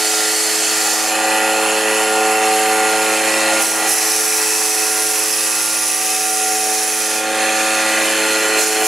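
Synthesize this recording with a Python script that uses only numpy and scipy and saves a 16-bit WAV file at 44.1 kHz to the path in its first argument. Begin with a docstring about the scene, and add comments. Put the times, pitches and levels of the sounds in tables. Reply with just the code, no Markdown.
"""A bench belt sander runs: three wheels knock once a turn at nearly the same speed and beat, over
motor hum and the rattle of belt and frame. A clamped metal piece is pressed on the belt in two long
passes and three short touches; grit tears at it, so it hisses and rings, and the load slows the wheels.
One thin squeak sounds between the passes. Gain control pulls the machine down under the hiss."""
import sys
import numpy as np
from scipy import signal
from scipy.io import wavfile
from scipy.ndimage import uniform_filter1d

SR = 44100
rng = np.random.default_rng(int(sys.argv[2]) if len(sys.argv) > 2 else 0)


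def digitize_waveform(pressure):
    """Quantize a signal to 16-bit integers and store it at the path in sys.argv[1].

    Rows of a 2-D input are taken as channels; values are limited to [-1, 1].
    """
    field = np.atleast_2d(pressure).T
    bounded = np.clip(field, -1, 1)
    quanta = np.round(bounded * 32767).astype(np.int16)
    wavfile.write(sys.argv[1], SR, quanta)


N = 391166

# Harmonics of the turn rate in the knock. Each entry: harmonic number.
HARMONICS = [*range(1, 14), *range(15, 23)]
# Knock, by HARMONICS. Each row: wheel 1 level in dB, wheel 2 level in dB, wheel 2 phase lead in cycles.
KNOCK_SPECTRUM = [(-57, -56.0, 0.62), (-51.3, -40.0, 0.42), (-28.2, -61.2, 0.71), (-25.9, -30.9, 0.93),
                  (-28.4, -46.8, 0.93), (-37.0, -48.4, 0.59), (-25.9, -32.6, 0.98), (-43.7, -35.0, 0.83),
                  (-45.6, -52.3, 0.1), (-48.8, -56.1, 0.18), (-33.8, -49.8, 0.48), (-41.1, -39.4, 0.66),
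                  (-34.5, -28.4, 0.62), (-38.3, -39.3, 0.61), (-41.3, -50.0, 0.75), (-62.3, -33.5, 0.63),
                  (-33.4, -33.7, 0.97), (-46.5, -50.6, 0.14), (-51.5, -44.2, 0.44), (-51.3, -46.9, 0.2),
                  (-51.8, -44.0, 0.59)]
# Wheel 3 knock, keyed by harmonic. Each row: level in dB, initial lead on wheel 1 in cycles.
THIRD_KNOCK = {1: (-56, .31), 4: (-41, .94), 8: (-39, .88), 9: (-45, .91), 10: (-46.5, .18),
               13: (-42.5, .13), 18: (-40, .37), 19: (-45, .43), 22: (-52, .09)}
# Harmonics that swell slowly. Each entry: harmonic number.
SWELLING_HARMONICS = [4, 7, 11]
# Machine drift. Each row: time in seconds, overall gain in dB, gains of harmonics 4, 7 and 11 in dB.
LEVEL_DRIFT = [(0.0, -0.5, -1.5, -0.5, -4), (0.7, 0.3, -1, -3, -3), (1.2, 0, -1.8, -0.5, 2),
               (1.6, -1.5, 0, 2.7, -5), (2.4, -1.5, 0.6, 5.5, 6), (3.1, 0.1, 2, 8.5, -2),
               (3.55, 2, -3, -10.5, -3), (4.2, 2, 1, 3, 4), (4.6, 0, 1, 4, -6), (5.0, 0.8, 1.3, 0.5, -3),
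               (5.4, -1.5, 5, -3.5, 5), (5.9, -2.3, 2.5, 5, 7), (6.8, -3.5, 1, 10, 0.1),
               (7.2, -3, -2.5, 5.5, 1), (7.7, -1.2, -5, -0.5, 4), (8.2, 0, 1, -6.5, 0.1),
               (8.87, 0.7, 0.6, 2.5, 0.1)]
# Motor hum. Each row: frequency in Hz, level in dB.
HUM_TONES = [(59.5, -55), (89.4, -64), (120, -62.5), (182.7, -64), (240, -58)]
# Belt and bearing noise. Each row: frequency in Hz, relative density in dB.
RATTLE_SPECTRUM = [(30, -44), (150, -34.5), (250, -19), (400, -12.5), (650, -10), (900, -8.5), (1400, -9.5),
                   (2200, -8), (3200, -11), (5000, -14.5), (8500, -13.5), (11000, -15), (12000, -21.5),
                   (15800, -34)]
# Frame resonances and notches. Each row: centre in Hz, width in Hz, gain in dB.
FRAME_MODES = [(790, 120, 8), (1750, 150, 3), (2250, 100, -5), (2420, 60, 4), (2580, 130, 8),
               (3900, 150, -7), (4180, 100, 12), (6520, 250, 7), (7280, 90, 9), (7560, 90, 6),
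               (10200, 250, 5), (10500, 100, 6), (11200, 60, 5), (11700, 120, 6)]
# Piece on the belt. Each row: touch in seconds, lift in seconds, level in dB, level slope in dB/s,
# treble tilt in dB/octave, speed sag at full force in Hz.
PRESS_EVENTS = [(-2.0, 1.09, -11.3, 0, -0.7, 1.02), (3.57, 3.9, -9.5, -30, 2.5, 0.75),
                (3.855, 7.19, -7.8, -1.6, 1.5, 0.7), (8.555, 8.86, -9, -40, 0.2, 0.6),
                (8.81, 9.5, -13, 0, 2, 0.5)]
# Grinding hiss. Each row: frequency in Hz, relative density in dB.
GRIND_SPECTRUM = [(800, -29), (2000, -7), (3500, -11), (4500, -7), (6000, -2), (8000, -5), (10500, -5.5),
                  (12000, -8.5), (14000, -16.5), (15800, -21.5)]
# Ring of the piece. Each row: centre in Hz, width in Hz, gain in dB for each of four grips.
PIECE_MODES = [(2590, 70, 3, 11, 8, 3), (4465, 60, 16, -4, -4, 2), (4910, 80, 0, 6, 6, 0),
               (5020, 70, 11, 0, 0, 0), (5280, 110, 0, 4, 3, 0), (5650, 350, -1, 7, 4, 1),
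               (6370, 150, 4, 3, 2, 3), (6870, 300, 3, 1, -1, 6), (7260, 150, 6, 1, 1, 2),
               (7950, 200, 1, 6, 2, 3), (8880, 80, 3, 1, 1, 3), (9510, 60, 1, 1, 5, 1),
               (9960, 170, 4, 2, 2, 1), (10400, 350, 1, 6, 9, 1), (10900, 300, 3, 4, 2, 1),
               (12000, 400, -5, -3, -4, -2), (12500, 150, 2, 4, 4, 3)]
# Grip changes. Each entry: time in seconds.
GRIP_CHANGES_S = [2, 4.9, 8]
# Squeak. One row: centre in seconds, pitch in Hz, 1/e half-width in seconds, peak level in dB.
SQUEAK_EVENT = (2.76, 11213, .04, -24)
# Stereo width of the noise. Each row: frequency in Hz, left-right correlation from 0 to 1.
CORRELATION = [(60, 0.48), (300, 0.91), (1000, 0.99), (1700, 0.98), (2400, 1), (3800, 0.8), (4500, 0.97),
               (7000, 0.7), (11000, 0.71), (12700, .3), (15000, 0.29)]
# Stereo balance of the noise. Each row: frequency in Hz, left minus right in dB.
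BALANCE = [(60, -12), (180, -6.5), (550, 0.5), (1650, -0.5), (4970, -0.5), (15000, -4.5)]

IDLE_HZ, BELT_TURN_S = 108.385, .04505  # unloaded wheel 1 rate; belt period
SECOND_SLIP_HZ, THIRD_SLIP_HZ, SECOND_LEAD_TURNS = .1103, .024, .016  # relative to wheel 1
DAMPED_HARMONIC, UNLOADED_BOOST_DB, DAMPING_DB_PER_HZ = 5, 3.5, 9  # a loaded belt damps this harmonic
ATTACK_S, EASE_S, EASED_FORCE, RELEASE_S = .055, .17, .55, .04
SAG_S, SPEED_LAG_S = .4, .07  # speed sags slowly, recovers quickly
FLASH_DB_PER_OCT, FLASH_S = 6.5, .05  # each touch starts brighter
RATTLE_DB, CUTOFF_HZ = -16, 15720


def amp(db):
    """Decibels to gain."""
    return 10 ** (np.asarray(db) / 20)


def unit_rms(x):
    """Scales to rms 1."""
    return x / np.sqrt(np.mean(x ** 2) + 1e-20)


def at_hz(table, hz):
    """Interpolates a table over log frequency."""
    table_hz, values = np.transpose(table)
    return np.interp(np.log(hz + 1), np.log(table_hz + 1), values)


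def drift_db(column, t):
    """One gain column of LEVEL_DRIFT over time."""
    rows = np.array(LEVEL_DRIFT)
    return np.interp(t, rows[:, 0], rows[:, column])


def resonance_db(modes, column, hz):
    """Sum of resonance peaks and dips."""
    return sum(mode[column] / (1 + (2 * (hz - mode[0]) / mode[1]) ** 2) for mode in modes)


def belt_noise(memory, shape):
    """Noise that partly repeats every belt turn."""
    period = round(BELT_TURN_S * SR)
    fresh = rng.standard_normal((N // period + 1, *shape, period))
    repeating = signal.lfilter([1], [1, -memory], fresh, axis=0)
    return unit_rms(np.moveaxis(repeating, 0, -2).reshape(*shape, -1)[..., :N])


def shape_stereo(pair, colour_db, patch_db, ripple_db, flicker_db):
    """Colours two noises into unit-rms stereo with patches, fine ripple and treble flicker."""
    hz, t, (common, other) = signal.stft(pair, SR, nperseg=1024, noverlap=768)
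    fast, slow = rng.standard_normal((len(t), len(hz), 2)).T
    patches = unit_rms(uniform_filter1d(uniform_filter1d(fast, size=10, axis=0), size=14, axis=1))
    # Bench echoes comb the noise; the comb shifts as the hands move.
    ripple = unit_rms(uniform_filter1d(uniform_filter1d(slow, size=2, axis=0), size=250, axis=1))
    hz = hz[:, None]
    flicker = unit_rms(uniform_filter1d(rng.standard_normal(len(t)), size=16)) * np.clip(hz / 5000, 0, 1)
    correlation = np.clip(at_hz(CORRELATION, hz), 0, 1)
    pan = amp(at_hz(BALANCE, hz) / 2)
    right = correlation * common + np.sqrt(1 - correlation ** 2) * other
    spectra = np.array([common * pan, right / pan])
    spectra *= amp(colour_db(hz, t) + patch_db * patches + ripple_db * ripple + flicker_db * flicker)
    return unit_rms(signal.istft(spectra, SR, nperseg=1024, noverlap=768)[1][:, :N])


def wheel_knock(t, turns, load_hz):
    """Three wheels knock once a turn; harmonic k beats at k times their slip."""
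    second_lead_turns = SECOND_LEAD_TURNS + SECOND_SLIP_HZ * t
    first_and_third, second = np.zeros((2, N))
    for k, (first_db, second_db, lead) in zip(HARMONICS, KNOCK_SPECTRUM):
        phase = 2 * np.pi * (k * turns + .07 * k ** 2)  # k squared smears the knock in time
        gain = amp(drift_db(SWELLING_HARMONICS.index(k) + 2, t)) if k in SWELLING_HARMONICS else 1
        if k == DAMPED_HARMONIC:
            gain = amp(UNLOADED_BOOST_DB - DAMPING_DB_PER_HZ * load_hz)
        first_and_third += amp(first_db) * gain * np.cos(phase)
        second += amp(second_db) * gain * np.cos(phase + 2 * np.pi * (k * second_lead_turns + lead))
        if k in THIRD_KNOCK:
            third_db, third_lead = THIRD_KNOCK[k]
            third_phase = phase + 2 * np.pi * (k * THIRD_SLIP_HZ * t + third_lead)
            first_and_third += amp(third_db) * gain * np.cos(third_phase)
    return np.sqrt(2) * (first_and_third * amp([[-1.1], [.9]]) + second * amp([[-.3], [.3]]))


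def motor_hum(t):
    """Steady shaft and mains tones."""
    return sum(np.sqrt(2) * amp(db) * np.sin(2 * np.pi * (hz * t + rng.random())) for hz, db in HUM_TONES)


def frame_rattle(turns):
    """Belt and bearing noise through the frame, shaken by every wheel turn."""
    def colour_db(hz, _):
        return at_hz(RATTLE_SPECTRUM, hz) + resonance_db(FRAME_MODES, 2, hz)

    shake = 1 + .1 * np.cos(2 * np.pi * turns) + .06 * np.cos(6 * np.pi * turns)
    crackle = amp(2.5 * rng.standard_normal(N))
    noise = belt_noise(memory=.17, shape=(2,)) * shake * crackle
    return amp(RATTLE_DB) * shape_stereo(noise, colour_db, patch_db=.83, ripple_db=2.85, flicker_db=.84)


def hand_presses(t):
    """Each press bites, holds, eases and lifts; the speed sag trails the load."""
    gain, tilt_db_per_oct, load_hz, sag_hz = np.zeros((4, N))
    for touch_s, lift_s, level_db, slope_db_per_s, held_tilt, full_sag_hz in PRESS_EVENTS:
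        elapsed_s, remaining_s = np.maximum(t - touch_s, 0), lift_s - t
        attack = np.minimum(elapsed_s / ATTACK_S, 1) ** 2
        ease = 1 - (1 - EASED_FORCE) * np.clip(1 - remaining_s / EASE_S, 0, 1)
        force = attack * ease * np.exp(np.minimum(remaining_s, 0) / RELEASE_S)
        gain += force * amp(level_db + slope_db_per_s * elapsed_s)
        flash = FLASH_DB_PER_OCT * np.exp(-elapsed_s / FLASH_S)
        tilt_db_per_oct = np.where(t >= touch_s, held_tilt + flash, tilt_db_per_oct)
        load_hz += full_sag_hz * force
        sag_hz += full_sag_hz * force * (1 - np.exp(-elapsed_s / SAG_S))
    pole = np.exp(-1 / (SPEED_LAG_S * SR))
    sag_hz = signal.lfilter([1 - pole], [1, -pole], sag_hz, zi=[sag_hz[0]])[0]
    return gain, tilt_db_per_oct, load_hz, sag_hz


def grinding(t, turns, tilt_db_per_oct):
    """Grit tears at the ringing metal; worn and sharp stretches return every belt turn."""
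    def colour_db(hz, frame_s):
        grips_db = np.hstack([resonance_db(PIECE_MODES, column, hz) for column in range(2, 6)])
        ring_db = grips_db[:, np.searchsorted(GRIP_CHANGES_S, frame_s)]
        tilt_db = np.interp(frame_s, t, tilt_db_per_oct) * np.log2(np.maximum(hz, 3000) / 7500)
        return at_hz(GRIND_SPECTRUM, hz) + ring_db + tilt_db

    bite_db = 1.7 * unit_rms(uniform_filter1d(belt_noise(memory=.95, shape=()), size=40))
    shake = 1 + .11 * np.cos(4 * np.pi * turns)
    grit = belt_noise(memory=.48, shape=(2,)) * amp(bite_db) * shake
    return shape_stereo(grit, colour_db, patch_db=.78, ripple_db=2.1, flicker_db=.35)


def squeak(t):
    """One brief, thin whistle."""
    centre_s, hz, half_width_s, db = SQUEAK_EVENT
    return amp(db) * np.exp(-((t - centre_s) / half_width_s) ** 2) * np.sin(2 * np.pi * hz * t)


def scene():
    """Wavering machine plus grinding, close up, in stereo."""
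    t = np.arange(N) / SR
    grind_gain, tilt_db_per_oct, load_hz, sag_hz = hand_presses(t)
    turns = np.cumsum(IDLE_HZ - sag_hz) / SR
    tones = (motor_hum(t) + squeak(t)) * amp([[-.7], [.7]])
    machine = wheel_knock(t, turns, load_hz) + tones + frame_rattle(turns)
    waver = unit_rms(uniform_filter1d(uniform_filter1d(rng.standard_normal(N), size=3000), size=3000))
    machine *= amp(drift_db(1, t) + .56 * waver)
    return machine + grind_gain * grinding(t, turns, tilt_db_per_oct)


def record(dry):
    """Lagging, treble-driven gain control, soft ceiling, low-pass."""
    lag_s, threshold_db, reduction_db_per_db, ceiling = .034, -20.79, .68, .95
    treble_power = (signal.lfilter([1, -.85], [1], dry) ** 2).mean(0)
    pole = np.exp(-1 / (lag_s * SR))
    lagged_power = signal.lfilter([1 - pole], [1, -pole], treble_power, zi=[treble_power[:4000].mean()])[0]
    over_db = np.maximum(10 * np.log10(lagged_power + 1e-12) - threshold_db, 0)
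    ducked = dry / amp(reduction_db_per_db * over_db)
    rounded = ducked / (1 + (ducked / ceiling) ** 4) ** .25
    lowpass = signal.firwin(1023, CUTOFF_HZ, window=("kaiser", 9), fs=SR)
    return signal.oaconvolve(rounded, lowpass[None], "same")


dry = scene()
out = record(dry)
digitize_waveform(out)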